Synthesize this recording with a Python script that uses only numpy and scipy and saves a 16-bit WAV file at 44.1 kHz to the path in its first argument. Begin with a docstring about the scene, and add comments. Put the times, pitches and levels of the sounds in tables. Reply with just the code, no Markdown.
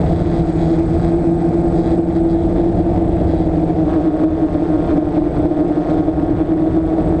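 """Six-rotor drone in flight

A drone is heard from the camera that hangs under it. Its six propellers hum and rasp at drifting speeds.
They throb when their blades fall in step; filtered noise makes the wind, propeller wash, swish and hiss.
The camera mount buzzes in bursts made of clicks, and its electronics whistle as close, thin tones.
Blades slap now and then and the frame ticks. The gain control ducks everything when the sound gets too loud.
"""
import sys
import numpy as np
from scipy import signal
from scipy.fft import rfft, irfft
from scipy.io import wavfile
from scipy.ndimage import uniform_filter1d, minimum_filter1d

SR = 44100
rng = np.random.default_rng(int(sys.argv[2]) if len(sys.argv) > 2 else 0)


def wrap_up_sound(samples):
    """Save the sound to the file named by the first command line argument, as 16-bit audio."""
    columns = np.atleast_2d(samples).T
    # keep every value between -1 and 1, then stretch to whole-number steps
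    tamed = np.clip(columns, -1, 1)
    steps = np.round(tamed * 32767).astype(np.int16)
    wavfile.write(sys.argv[1], SR, steps)


N = 317520
T = np.arange(N) / SR  # time of each sample, in seconds

# Shaft speed of each rotor: time_s, speed_rev_per_s
SPEED_1 = [(0, 180), (.5, 177), (1.4, 179.5), (1.95, 176), (2.9, 183.5), (3.5, 178), (5.3, 173.3),
           (6.7, 181), (7.2, 181)]
SPEED_2 = [(0, 166.9), (.23, 169.7), (.43, 166.3), (.52, 166.5), (.72, 164.5), (.9, 166.5), (1.03, 167),
           (1.2, 169.9), (1.35, 168.3), (1.58, 168.8), (1.95, 165.3), (2.42, 166), (2.53, 167.9),
           (2.83, 169.6), (3, 167.5), (3.2, 168.8), (3.35, 164), (3.48, 162), (3.66, 161.5), (3.99, 156.8),
           (4.31, 158.3), (4.5, 154.5), (4.66, 152.5), (4.74, 155.5), (4.9, 154.8), (5.1, 152.8),
           (5.27, 149.8), (5.47, 152.3), (5.56, 155.5), (5.86, 154.9), (6.03, 157.4), (6.2, 155.6),
           (6.5, 159.6), (6.68, 159.9), (6.85, 161.8), (7.05, 161), (7.2, 162)]
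SPEED_3 = [(0, 150.7), (.25, 151.3), (.8, 157), (1.1, 155), (1.6, 153), (2.3, 156.5), (2.6, 151),
           (2.95, 145), (3.6, 148.5), (4, 146.9), (5.1, 150.1), (5.9, 147), (7.2, 148)]
SPEED_4 = [(0, 165.5), (1, 171.6), (2.6, 174.5), (3.5, 169.8), (4.3, 162.2), (4.7, 166), (5.2, 170.1),
           (5.65, 169.7), (6.1, 164), (6.7, 165.2), (7.2, 164)]
SPEED_5 = [(0, 155.2), (0.701, 162), (2.4, 160.2), (4.1, 150.6), (5.601, 148.2), (6.501, 151.1),
           (7.2, 156.6)]
SPEED_6 = [(0, 160.1), (2, 168.4), (2.6, 165.1), (4.599, 158.5), (6.403, 162.6), (7.2, 152.8)]
# Four near rotors, before throbs reshape the hum and gusts lift the rasp:
# time_s, hum_db, rasp_db, shake_db (shake comes from imbalance)
NEAR_1 = [(0, -31, -54, -24), (.8, -37, -46.5, -28), (1.95, -39.5, -51.5, -22.5), (2.5, -37, -60.5, -22.5),
          (4.3, -30.5, -62.5, -28.5), (5.2, -31, -55, -28), (6.2, -28.5, -59.5, -27),
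          (7.2, -30, -54.5, -28)]
NEAR_2 = [(0, -21.5, -62.5, -22), (.7, -22.5, -55.5, -20), (1.3, -19, -65, -19.5), (2.2, -16.5, -57, -28),
          (3.1, -22.5, -53.5, -28), (3.65, -27, -56.5, -21.5), (3.9, -21, -38, -28), (4.3, -21, -38, -38.5),
          (4.85, -26, -39, -34), (5.3, -34, -41, -35), (5.75, -14, -37, -29.5), (6.3, -22, -38.5, -29),
          (6.8, -16.5, -37.5, -28.5), (7.2, -17.5, -38.5, -26)]
NEAR_3 = [(0, -22.5, -45.5, -25), (1.1, -31.5, -42.5, -25), (2.1, -24, -46.5, -29.5), (2.9, -29, -48, -41),
          (4.9, -22, -50.5, -40), (6, -22, -55.5, -47), (7.2, -26, -50.5, -43.5)]
NEAR_4 = [(0, -26.5, -55.5, -46), (1, -28.5, -60.5, -37), (2.1, -24.5, -59, -40.5), (3.6, -26.5, -67, -40),
          (4.3, -19, -65, -33.5), (4.7, -16, -59.5, -29), (5.4, -18, -57, -34.5), (6.4, -28, -64.5, -30.5),
          (7.2, -24, -59, -34)]
# Each of the two far rotors, likewise: time_s, hum_db, rasp_db
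FAR = [(0, -34.5, -54.5), (1, -29, -62.5), (2.1, -24.5, -57.5), (3.6, -20, -63.5), (4.3, -13, -64.5),
       (5.4, -20.5, -54.5), (6.4, -25, -66), (7.2, -21.5, -55)]
FAR_SHAKE_DB = -36
# Overtones of each propeller: multiple_of_shaft_speed, level_db
OVERTONES = [(3, -43), (4, -39), (5, -47)]
# Tone colour of the once-a-turn rasp, then the brighter one of the first motor: pitch_hz, relative_level_db
RASP_COLOUR = [(400, -20), (560, -2.5), (630, 7), (770, 3), (920, 6.5), (1080, 7.5), (1240, 5), (1420, 2),
               (1600, -1.5), (1950, -7), (2300, -17.5), (3100, -21.5), (3480, -10.5), (3850, -20.5),
               (5000, -29.5), (7000, -45.5), (9000, -66.5)]
BRIGHT_RASP_COLOUR = [(500, -10), (720, 1), (1000, -4), (1250, -1), (1800, -5), (2150, 1), (2480, -2),
                      (2850, -21), (4500, -22), (9000, -55)]
# Throbs, when the blades fall in step: peak_s, target_level_db, length_s
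THROBS = [(0.132, -13, 0.029), (0.273, -14, 0.053), (0.439, -16, 0.32), (0.499, -12, 0.02),
          (0.556, -9.5, 0.011), (0.628, -12.5, 0.097), (0.718, -9, 0.044), (0.801, -8, 0.13),
          (0.961, -13.5, 0.11), (1.065, -14, 0.016), (1.152, -9, 0.11), (1.282, -13.5, 0.056),
          (1.323, -10.5, 0.17), (1.458, -11.5, 0.052), (1.548, -11.5, 0.037), (1.592, -15, 0.046),
          (1.657, -13.5, 0.047), (1.749, -14.5, 0.027), (1.802, -12, 0.029), (1.871, -15.5, 0.02),
          (1.935, -12.5, 0.07), (1.997, -8, 0.037), (2.033, -14.5, 0.048), (2.092, -13, 0.026),
          (2.174, -16.5, 0.045), (2.214, -15, 0.17), (2.264, -13, 0.19), (2.354, -13, 0.048),
          (2.455, -16, 0.16), (2.605, -11, 0.077), (2.683, -10, 0.066), (2.812, -11, 0.044),
          (2.876, -11.5, 0.078), (2.988, -14.5, 0.04), (3.029, -14, 0.054), (3.13, -16.5, 0.13),
          (3.28, -16, 0.072), (3.35, -12, 0.046), (3.409, -10.5, 0.022), (3.486, -14, 0.1),
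          (3.583, -14.5, 0.082), (3.64, -14, 0.043), (3.708, -15.5, 0.034), (3.791, -15, 0.063),
          (3.83, -19.5, 0.028), (3.875, -13.5, 0.038), (3.974, -11, 0.075), (4.086, -10.5, 0.071),
          (4.148, -13.5, 0.024), (4.255, -7, 0.059), (4.338, -14, 0.044), (4.443, -8.5, 0.048),
          (4.561, -14, 0.041), (4.632, -15, 0.086), (4.707, -18.5, 0.031), (4.755, -12, 0.039),
          (4.797, -13.5, 0.032), (4.936, -17, 0.075), (4.988, -7, 0.028), (5.027, -12.5, 0.022),
          (5.073, -14.5, 0.058), (5.147, -16, 0.016), (5.189, -7.5, 0.028), (5.227, -9.5, 0.028),
          (5.269, -10.5, 0.024), (5.401, -15.5, 0.052), (5.466, -9.5, 0.046), (5.515, -11, 0.025),
          (5.621, -9.5, 0.094), (5.713, -9.5, 0.018), (5.783, -11.5, 0.065), (5.923, -14.5, 0.061),
          (6.005, -12.5, 0.1), (6.092, -7.5, 0.032), (6.189, -12.5, 0.062), (6.235, -11.5, 0.02),
          (6.317, -9, 0.057), (6.419, -7.5, 0.039), (6.53, -7.5, 0.071), (6.631, -10, 0.082),
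          (6.677, -12, 0.021), (6.787, -7.5, 0.048), (6.848, -13.5, 0.041), (6.919, -17, 0.087),
          (6.994, -13.5, 0.035), (7.138, -13.5, 0.088)]
LULL_DB = -25  # target level between throbs
# Octave above the hum: time_s, level_relative_to_hum_db
OCTAVE = [(0, -29.5), (3, -24), (4.3, -18.5), (5.8, -14.5), (7.2, -24.5)]
# Gusts that make the blades rasp harder: peak_s, extra_level_db
SURGES = [(.28, 1), (1.06, 1.5), (1.531, 1.5), (1.9, 3.5), (2.58, 3), (3.94, 2.5), (4.229, 1.5), (4.9, 2.5),
          (5.16, 1.5), (5.38, 1), (5.91, 1.5), (6.4, 1.5), (6.51, 0.5)]
SURGE_S = 0.06  # length of each gust
# Blade slaps, each moved to a nearby crest of the hum: time_s, peak_db
SLAPS = [(.182, -13), (.384, -15), (1.137, -15), (1.655, -15), (1.943, -14), (2.599, -12), (2.803, -16),
         (2.864, -12), (2.903, -13), (3.092, -12), (3.215, -10), (3.337, -8), (3.404, -12), (3.471, -13),
         (4.379, -13), (4.56, -13), (4.623, -14), (4.974, -14), (5.027, -12), (5.222, -14), (5.308, -14),
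         (5.458, -11.5), (5.579, -15), (5.7, -12), (5.895, -12), (5.917, -14), (6.084, -11), (6.404, -10),
         (6.776, -14), (6.985, -13), (7.127, -13)]
SLAP_HZ, SLAP_S = 560, .0012  # pitch; time from its middle until it fades to about a third
# Wind on the microphone: time_s, level_db
BUFFET = [(0, -20), (.3, -15.5), (.45, -19.5), (.7, -21.5), (.95, -17.5), (1.2, -20.5), (1.55, -22.5),
          (1.85, -20.5), (2.1, -21), (2.3, -17.5), (2.8, -18), (3, -19), (3.35, -16), (3.6, -22),
          (4.1, -25.5), (4.2, -27), (4.3, -19.5), (4.58, -24), (4.7, -28), (4.8, -20.5), (4.9, -22),
          (5.1, -19.5), (5.27, -23.5), (5.4, -19.5), (5.52, -27), (5.7, -27), (5.9, -29), (6.1, -23.5),
          (6.25, -20), (6.55, -22.5), (7.05, -21), (7.2, -19.5)]
GUST_DB, GUST_RATE_HZ = -0.2, 6  # size and rate of random changes in the wind
# Slow changes of the airflow; gusts also lift the swish: time_s, wash_db, swish_db, hiss_db
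AIR = [(0, -21.5, -39, -53.5), (.7, -22.5, -39.5, -50.5), (1.5, -22, -44.5, -55.5),
       (1.9, -22.5, -44, -53.5), (2.02, -22.5, -42, -56), (2.27, -24.5, -42.5, -58.5),
       (2.55, -22, -41.5, -55), (3.2, -22.5, -40.5, -58), (3.6, -21, -40.5, -56.5), (4, -22.5, -40.5, -56),
       (4.5, -23, -41.5, -56), (4.9, -23, -40, -55), (5.4, -22, -40.5, -57), (5.9, -20, -41, -54.5),
       (6.3, -23.5, -40.5, -58), (7.2, -22, -42.5, -57.5)]
# Tone colours of the air layers: pitch_hz, relative_level_db_per_hz
WIND_COLOUR = [(10, -29.5), (25, -7), (45, -1.5), (64, -3), (81, -1.1), (95, -2), (120, -6), (160, -11),
               (210, -13), (300, -10), (600, -42), (1500, -81)]
WASH_COLOUR = [(150, -4), (215, -10), (246, -1), (275, -2), (360, -0.5), (450, 0), (540, -6), (620, -3.5),
               (740, -1.5), (820, -14), (1000, -25), (1500, -34.5), (4000, -85)]
SWISH_COLOUR = [(500, -24), (900, 2.5), (1300, -4), (1900, -7), (2300, -10.5), (2900, -17), (3450, -15),
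                (4200, -24.5), (5500, -42), (9000, -63.5)]
HISS_COLOUR = [(1500, -14), (3000, -10.5), (3500, 2), (4700, 2), (5800, -5), (6800, -6), (8200, -12),
               (10000, -20.5), (11200, -27.5), (12300, -72.5)]
# Bursts of chatter from the camera mount: start_s, end_s, buzz_db, high_ring_db
BUZZES = [(0, .025, -47, -59), (.07, .28, -47.5, -59), (.28, .425, -46.5, -56), (.465, .53, -50, -57),
          (.585, .635, -43.5, -56), (.635, .76, -48, -56), (.93, 1.03, -53, -59), (1.03, 1.105, -46, -56),
          (1.39, 1.425, -48, -64), (1.755, 1.85, -47.5, -54.5), (1.85, 1.96, -47, -59),
          (2.08, 2.15, -54, -64), (2.15, 2.2, -48, -55.5), (2.285, 2.335, -50.5, -55),
          (2.335, 2.44, -50.5, -72), (2.56, 2.62, -49.5, -62), (2.655, 2.7, -53, -64),
          (2.77, 2.83, -53, -62), (2.88, 2.97, -57, -66), (3.075, 3.25, -52, -70), (3.27, 3.34, -48.5, -56),
          (3.34, 3.48, -48.5, -58.5)]
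BUZZ_HZ = 123.1  # contacts per second
GRIT = .22  # scrape in the contacts, relative to their clicks
# Tone colours of the mount's buzz and high ring: pitch_hz, relative_level_db
BUZZ_COLOUR = [(120, -23.5), (2000, 11.5), (2900, -20.5), (3330, 11), (3600, 3), (3940, 8), (4300, -16),
               (4750, -19.5), (5400, -30.5), (7000, -17.5), (9500, -21.5), (12000, -34)]
BUZZ_RING_COLOUR = [(3600, -27), (4200, -2), (4750, 2), (5150, -3.5), (5500, -11.5), (7000, -15.5),
                    (9500, -31.5), (12000, -36)]
# Continuous sound of the mount, humming at twice the chatter rate: time_s, hum_db, whirr_db
MOUNT_HUM = [(0, -43, -54), (.7, -29, -47), (1.9, -26.5, -51), (3, -52, -63), (4, -39, -65),
             (7.2, -41, -60)]
# Tone colour of the whirr: pitch_hz, relative_level_db
WHIRR_COLOUR = [(800, -17.5), (1230, 5), (1600, 7.5), (2000, -5), (2400, -8), (2900, -30.5)]
# Tones of the electronic whistle: pitch_hz, relative_level_db
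WHISTLE_LINES = [(8040.5, 0), (8067.5, -5.5), (8071, -10)]
# Whole whistle: time_s, level_db
WHISTLE = [(0, -59.5), (.9, -56.5), (2.3, -60.5), (4.3, -65), (5.9, -62.5), (6.4, -64.5), (7.2, -63.5)]
# Whine of the second motor: time_s, level_db
WHINE = [(0, -67), (.4, -69), (.5, -62), (.95, -67), (1.2, -68), (1.9, -67), (2.3, -69), (3.2, -71),
         (3.6, -70.5), (4.2, -79), (6.4, -80.5), (6.8, -72), (7.2, -72)]
WHINES_PER_TURN = 42
# Small ticks of the frame: start_s, starting_level_db
TICKS = [(2.578, -50), (3.32, -35), (5.174, -43), (6.088, -37)]
# Gain control: ceiling, speed of recovery, time to sense loudness, time to duck
LIMIT_DB, RECOVER_DB_PER_S, SENSE_S, ATTACK_S = -11, 33, 0.0026, 0.0004
PEAK_CEILING = .8  # 1 is full scale
EDGE_HZ = 14600  # top of the camera's sound band


def gain_of(db):
    """Turns decibels into amplitude."""
    return 10 ** (np.asarray(db) / 20)


def evened(x):
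    """Scales a sound to an average (rms) level of 1."""
    return x / np.sqrt(np.mean(x ** 2) + 1e-20)


def curves(rows):
    """Draws each column after the time as a smooth-running value for every sample."""
    s, *columns = np.transpose(rows)
    return [np.interp(T, s, column) for column in columns]


def coloured(x, points):
    """Filters by a tone colour that falls away above its last point; rms 1."""
    hz, db = np.transpose(points)
    bins = np.fft.rfftfreq(N, 1 / SR)
    level_db = np.interp(np.log(bins + 1), np.log(hz), db)
    fall = np.maximum(bins / hz[-1], 1) ** 2
    return evened(irfft(rfft(x) * gain_of(level_db) / fall, N))


def noise():
    """White noise, with all pitches equally strong."""
    return rng.standard_normal(N)


def drift(rate_hz):
    """Random wandering, mostly slower than the given rate; rms 1."""
    bins = np.fft.rfftfreq(N, 1 / SR)
    return evened(irfft(rfft(noise()) / (1 + (bins / rate_hz) ** 2), N))


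def lagged(x, seconds):
    """Follows x with the given time constant."""
    keep = np.exp(-1 / (seconds * SR))
    return signal.lfilter([1 - keep], [1, -keep], x)


def pulses(turns):
    """One click at each whole turn, shared between the two nearest samples."""
    at = np.flatnonzero(np.diff(np.floor(turns)) > 0)
    late = (np.floor(turns[at + 1]) - turns[at]) / (turns[at + 1] - turns[at])
    out = np.zeros(N)
    out[at], out[at + 1] = 1 - late, late
    return out


def swells(rows):
    """Sum of smooth rises and falls, from rows of peak_s, height, length_s."""
    t = T[::64]  # a coarse grid is enough for slow shapes
    shape = sum(height * np.exp(-(2 * (t - s) / length) ** 2) for s, height, length in rows)
    return np.interp(T, t, shape)


def surge_db():
    """Extra level of the blade noise while the propellers bite into gusts."""
    return swells((s, db, SURGE_S) for s, db in SURGES)


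def turns_of(speed):
    """Adds up shaft speed into turns, from a random starting angle."""
    return np.cumsum(speed) / SR + rng.random()


def in_step(turns, lead, slip=.5):
    """Blade phase of a two-bladed rotor, eased to nearly meet the lead rotor's at every throb."""
    times = np.transpose(THROBS)[0]
    behind = np.interp(times, T, 4 * np.pi * (lead - turns))
    # a random miss in radians; unwrapping then takes the shortest way round
    behind = np.unwrap(behind + slip * rng.standard_normal(len(times)))
    return 4 * np.pi * turns + np.interp(T, times, behind)


def rotor(speed_rows, lead, hum_db, rasp_db, shake_db, colour,
          wobble=0.014, flutter=0.16, sway_db=1, overtone_sway_db=2):
    """Blades passing twice a turn hum, imbalance shakes once a turn, and clicks once a turn rasp."""
    speed, = curves(speed_rows)
    turns = turns_of(speed)
    rasp_db = rasp_db + surge_db()
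    # uneven inflow makes each blade pass a little early or late, strong or weak
    early = 2 * np.pi * wobble * drift(6.9)
    load = np.sqrt(2) * gain_of(hum_db + sway_db * drift(3.4)) * (1 + flutter * drift(17))
    angle = 2 * np.pi * turns + early
    blade = in_step(turns, lead) + 2 * early
    hum = load * np.exp(1j * blade)  # complex, so its phase stays at hand
    overtone_gain = np.sqrt(2) * gain_of(overtone_sway_db * drift(2.8))
    overtones = overtone_gain * sum(gain_of(db) * np.cos(k * angle) for k, db in OVERTONES)
    shake = np.sqrt(2) * gain_of(shake_db) * np.sin(angle)
    clicks = pulses(turns + .003 * drift(20)) * (1 + .28 * drift(60))
    rasp = gain_of(rasp_db) * coloured(clicks, colour)
    # once-a-turn puffs, later used to shape the swish and hiss
    puffs = gain_of(rasp_db) ** 2 * np.exp(1.8 * (np.cos(2 * np.pi * turns) - 1))
    return hum, overtones + shake + rasp, puffs


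def throbbing(hum, depth=0.76, least_db=-23):
    """Pulls the summed hum part of the way towards the strength of each throb and of the lulls."""
    throbs = swells((s, gain_of(db) ** 2, length) for s, db, length in THROBS)
    power = gain_of(LULL_DB) ** 2 + throbs
    # the floor keeps weak moments from being boosted too far
    beating = uniform_filter1d(abs(hum) ** 2 / 2, size=900) + gain_of(least_db) ** 2
    return hum * (power / beating) ** (depth / 2)


def octave(hum):
    """Doubles the phase of the hum to sound its octave, which swells with it."""
    return gain_of(curves(OCTAVE)[0]) * abs(hum) * np.cos(2 * np.angle(hum))


def air(hum, puffs, throb=0.038, wash_throb=0.048, flicker_db=1.5):
    """Noise as gusty wind and wash; swish and hiss come in puffs and swell where the rotors beat in step."""
    wind_db, = curves(BUFFET)
    wash_db, swish_db, hiss_db = curves(AIR)
    beat = 0.084 + evened(uniform_filter1d(abs(hum), size=300))
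    pulsed = .62  # share of the noise power that comes in puffs
    gate = np.sqrt(1 - pulsed + pulsed * puffs / uniform_filter1d(puffs, size=4410))
    gate = gate * beat ** (2 * throb) * gain_of(flicker_db * drift(77))
    wind = gain_of(wind_db + GUST_DB * drift(GUST_RATE_HZ)) * coloured(noise(), WIND_COLOUR)
    wash = gain_of(wash_db) * coloured(noise() * beat ** (2 * wash_throb), WASH_COLOUR)
    swish = gain_of(swish_db + surge_db()) * coloured(noise() * gate, SWISH_COLOUR)
    hiss = gain_of(hiss_db) * coloured(noise() * (0.42 + gate), HISS_COLOUR)
    return wind + wash + swish + hiss


def mount_buzz(waver=1.0, unsteady_db=-0.5):
    """The stabiliser hums and whirrs, and chatters in bursts of slightly uneven, scraping clicks."""
    level = sum(gain_of(dbs)[:, None] * ((T > start) & (T < end)) for start, end, *dbs in BUZZES)
    clicks = pulses(BUZZ_HZ * T + .007 * drift(5)) * (1 + .2 * drift(60))
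    scrape = lagged(clicks, .0007) * noise()
    buzz, ring = uniform_filter1d(level, size=200) * gain_of(unsteady_db * drift(10))
    contacts = evened(clicks) + GRIT * evened(scrape)
    chatter = buzz * coloured(contacts, BUZZ_COLOUR) + ring * coloured(contacts, BUZZ_RING_COLOUR)
    hum_db, whirr_db = curves(MOUNT_HUM)
    hum = np.sqrt(2) * np.sin(2 * np.pi * 2 * BUZZ_HZ * T + waver * drift(27))
    whirr = coloured(pulses(BUZZ_HZ * T + .025 * drift(3)), WHIRR_COLOUR)
    return chatter + gain_of(hum_db) * hum + gain_of(whirr_db) * whirr


def whistle(waver_db=1):
    """Close switching tones of the stabiliser beat together and waver."""
    lines = sum(gain_of(db) * np.sin(2 * np.pi * (hz * T + rng.random())) for hz, db in WHISTLE_LINES)
    return gain_of(curves(WHISTLE)[0]) * evened(lines * gain_of(waver_db * drift(9)))


def whine(waver_db=1.0):
    """The magnets of the second motor sing, faintly and unevenly, at a high multiple of its speed."""
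    speed, = curves(SPEED_2)
    tone = np.sin(2 * np.pi * WHINES_PER_TURN * turns_of(speed) + .7 * drift(25))
    return gain_of(curves(WHINE)[0]) * evened(tone * gain_of(waver_db * drift(20)))


def slaps(hum):
    """A blade cuts its neighbour's wake: a short, smooth-edged pulse lands on a crest of the hum."""
    out = np.zeros(N)
    reach = round(SR / SPEED_2[0][1] / 4)  # about half a blade pass, in samples
    for s, db in SLAPS:
        first = round(s * SR) - reach
        crest = first + np.argmax(hum.real[first:first + 2 * reach])
        out[crest] = gain_of(db)
    t = np.arange(-256, 257) / SR
    slap = np.cos(2 * np.pi * SLAP_HZ * t) * np.exp(-(t / SLAP_S) ** 2)
    return signal.oaconvolve(out, slap, "same")


def ticks(decay_s=0.0061):
    """Brief creaks in the frame: fading noise with the colour of the mount."""
    level = sum(gain_of(db) * (T >= s) * np.exp(-abs(T - s) / decay_s) for s, db in TICKS)
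    return uniform_filter1d(level, size=60) * coloured(noise(), BUZZ_COLOUR)


def scene():
    """Adds six rotors, with the second as lead, the air they move, the camera mount and the frame."""
    lead = turns_of(curves(SPEED_2)[0])
    near = [rotor(SPEED_1, lead, *curves(NEAR_1), BRIGHT_RASP_COLOUR),
            rotor(SPEED_2, lead, *curves(NEAR_2), RASP_COLOUR),
            rotor(SPEED_3, lead, *curves(NEAR_3), RASP_COLOUR),
            rotor(SPEED_4, lead, *curves(NEAR_4), RASP_COLOUR)]
    far = [rotor(speed, lead, *curves(FAR), FAR_SHAKE_DB, RASP_COLOUR) for speed in (SPEED_5, SPEED_6)]
    hum, rattle, puffs = map(sum, zip(*near, *far))
    hum = throbbing(hum)
    propellers = hum.real + octave(hum) + rattle + slaps(hum)
    mount = mount_buzz() + whistle()
    mix = propellers + air(hum, puffs) + mount + whine() + ticks()
    return mix[None]  # one channel


def record(dry):
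    """Gain control ducks loud moments fast and recovers slowly; then peaks, ends and treble are limited."""
    loudness_db = 10 * np.log10(lagged(dry[0] ** 2, SENSE_S) + 1e-12)
    over_db = np.maximum(loudness_db - LIMIT_DB, 0)
    # hold the highest excess so far, letting it sink at the recovery speed
    recovery = RECOVER_DB_PER_S * T
    duck_db = lagged(np.maximum.accumulate(over_db + recovery) - recovery, ATTACK_S)
    ducked = dry * gain_of(-duck_db)
    # turn down smoothly around any peak above the ceiling
    headroom = minimum_filter1d(PEAK_CEILING / np.maximum(abs(ducked), PEAK_CEILING), size=200)
    limited = ducked * uniform_filter1d(uniform_filter1d(headroom, size=100), size=100)
    soft = limited * signal.windows.tukey(N, .001)  # very short fades at both ends
    low_pass = signal.firwin(511, EDGE_HZ, window=("kaiser", 9), fs=SR)
    return signal.oaconvolve(soft, low_pass[None], "same")


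dry = scene()
out = record(dry)
wrap_up_sound(out)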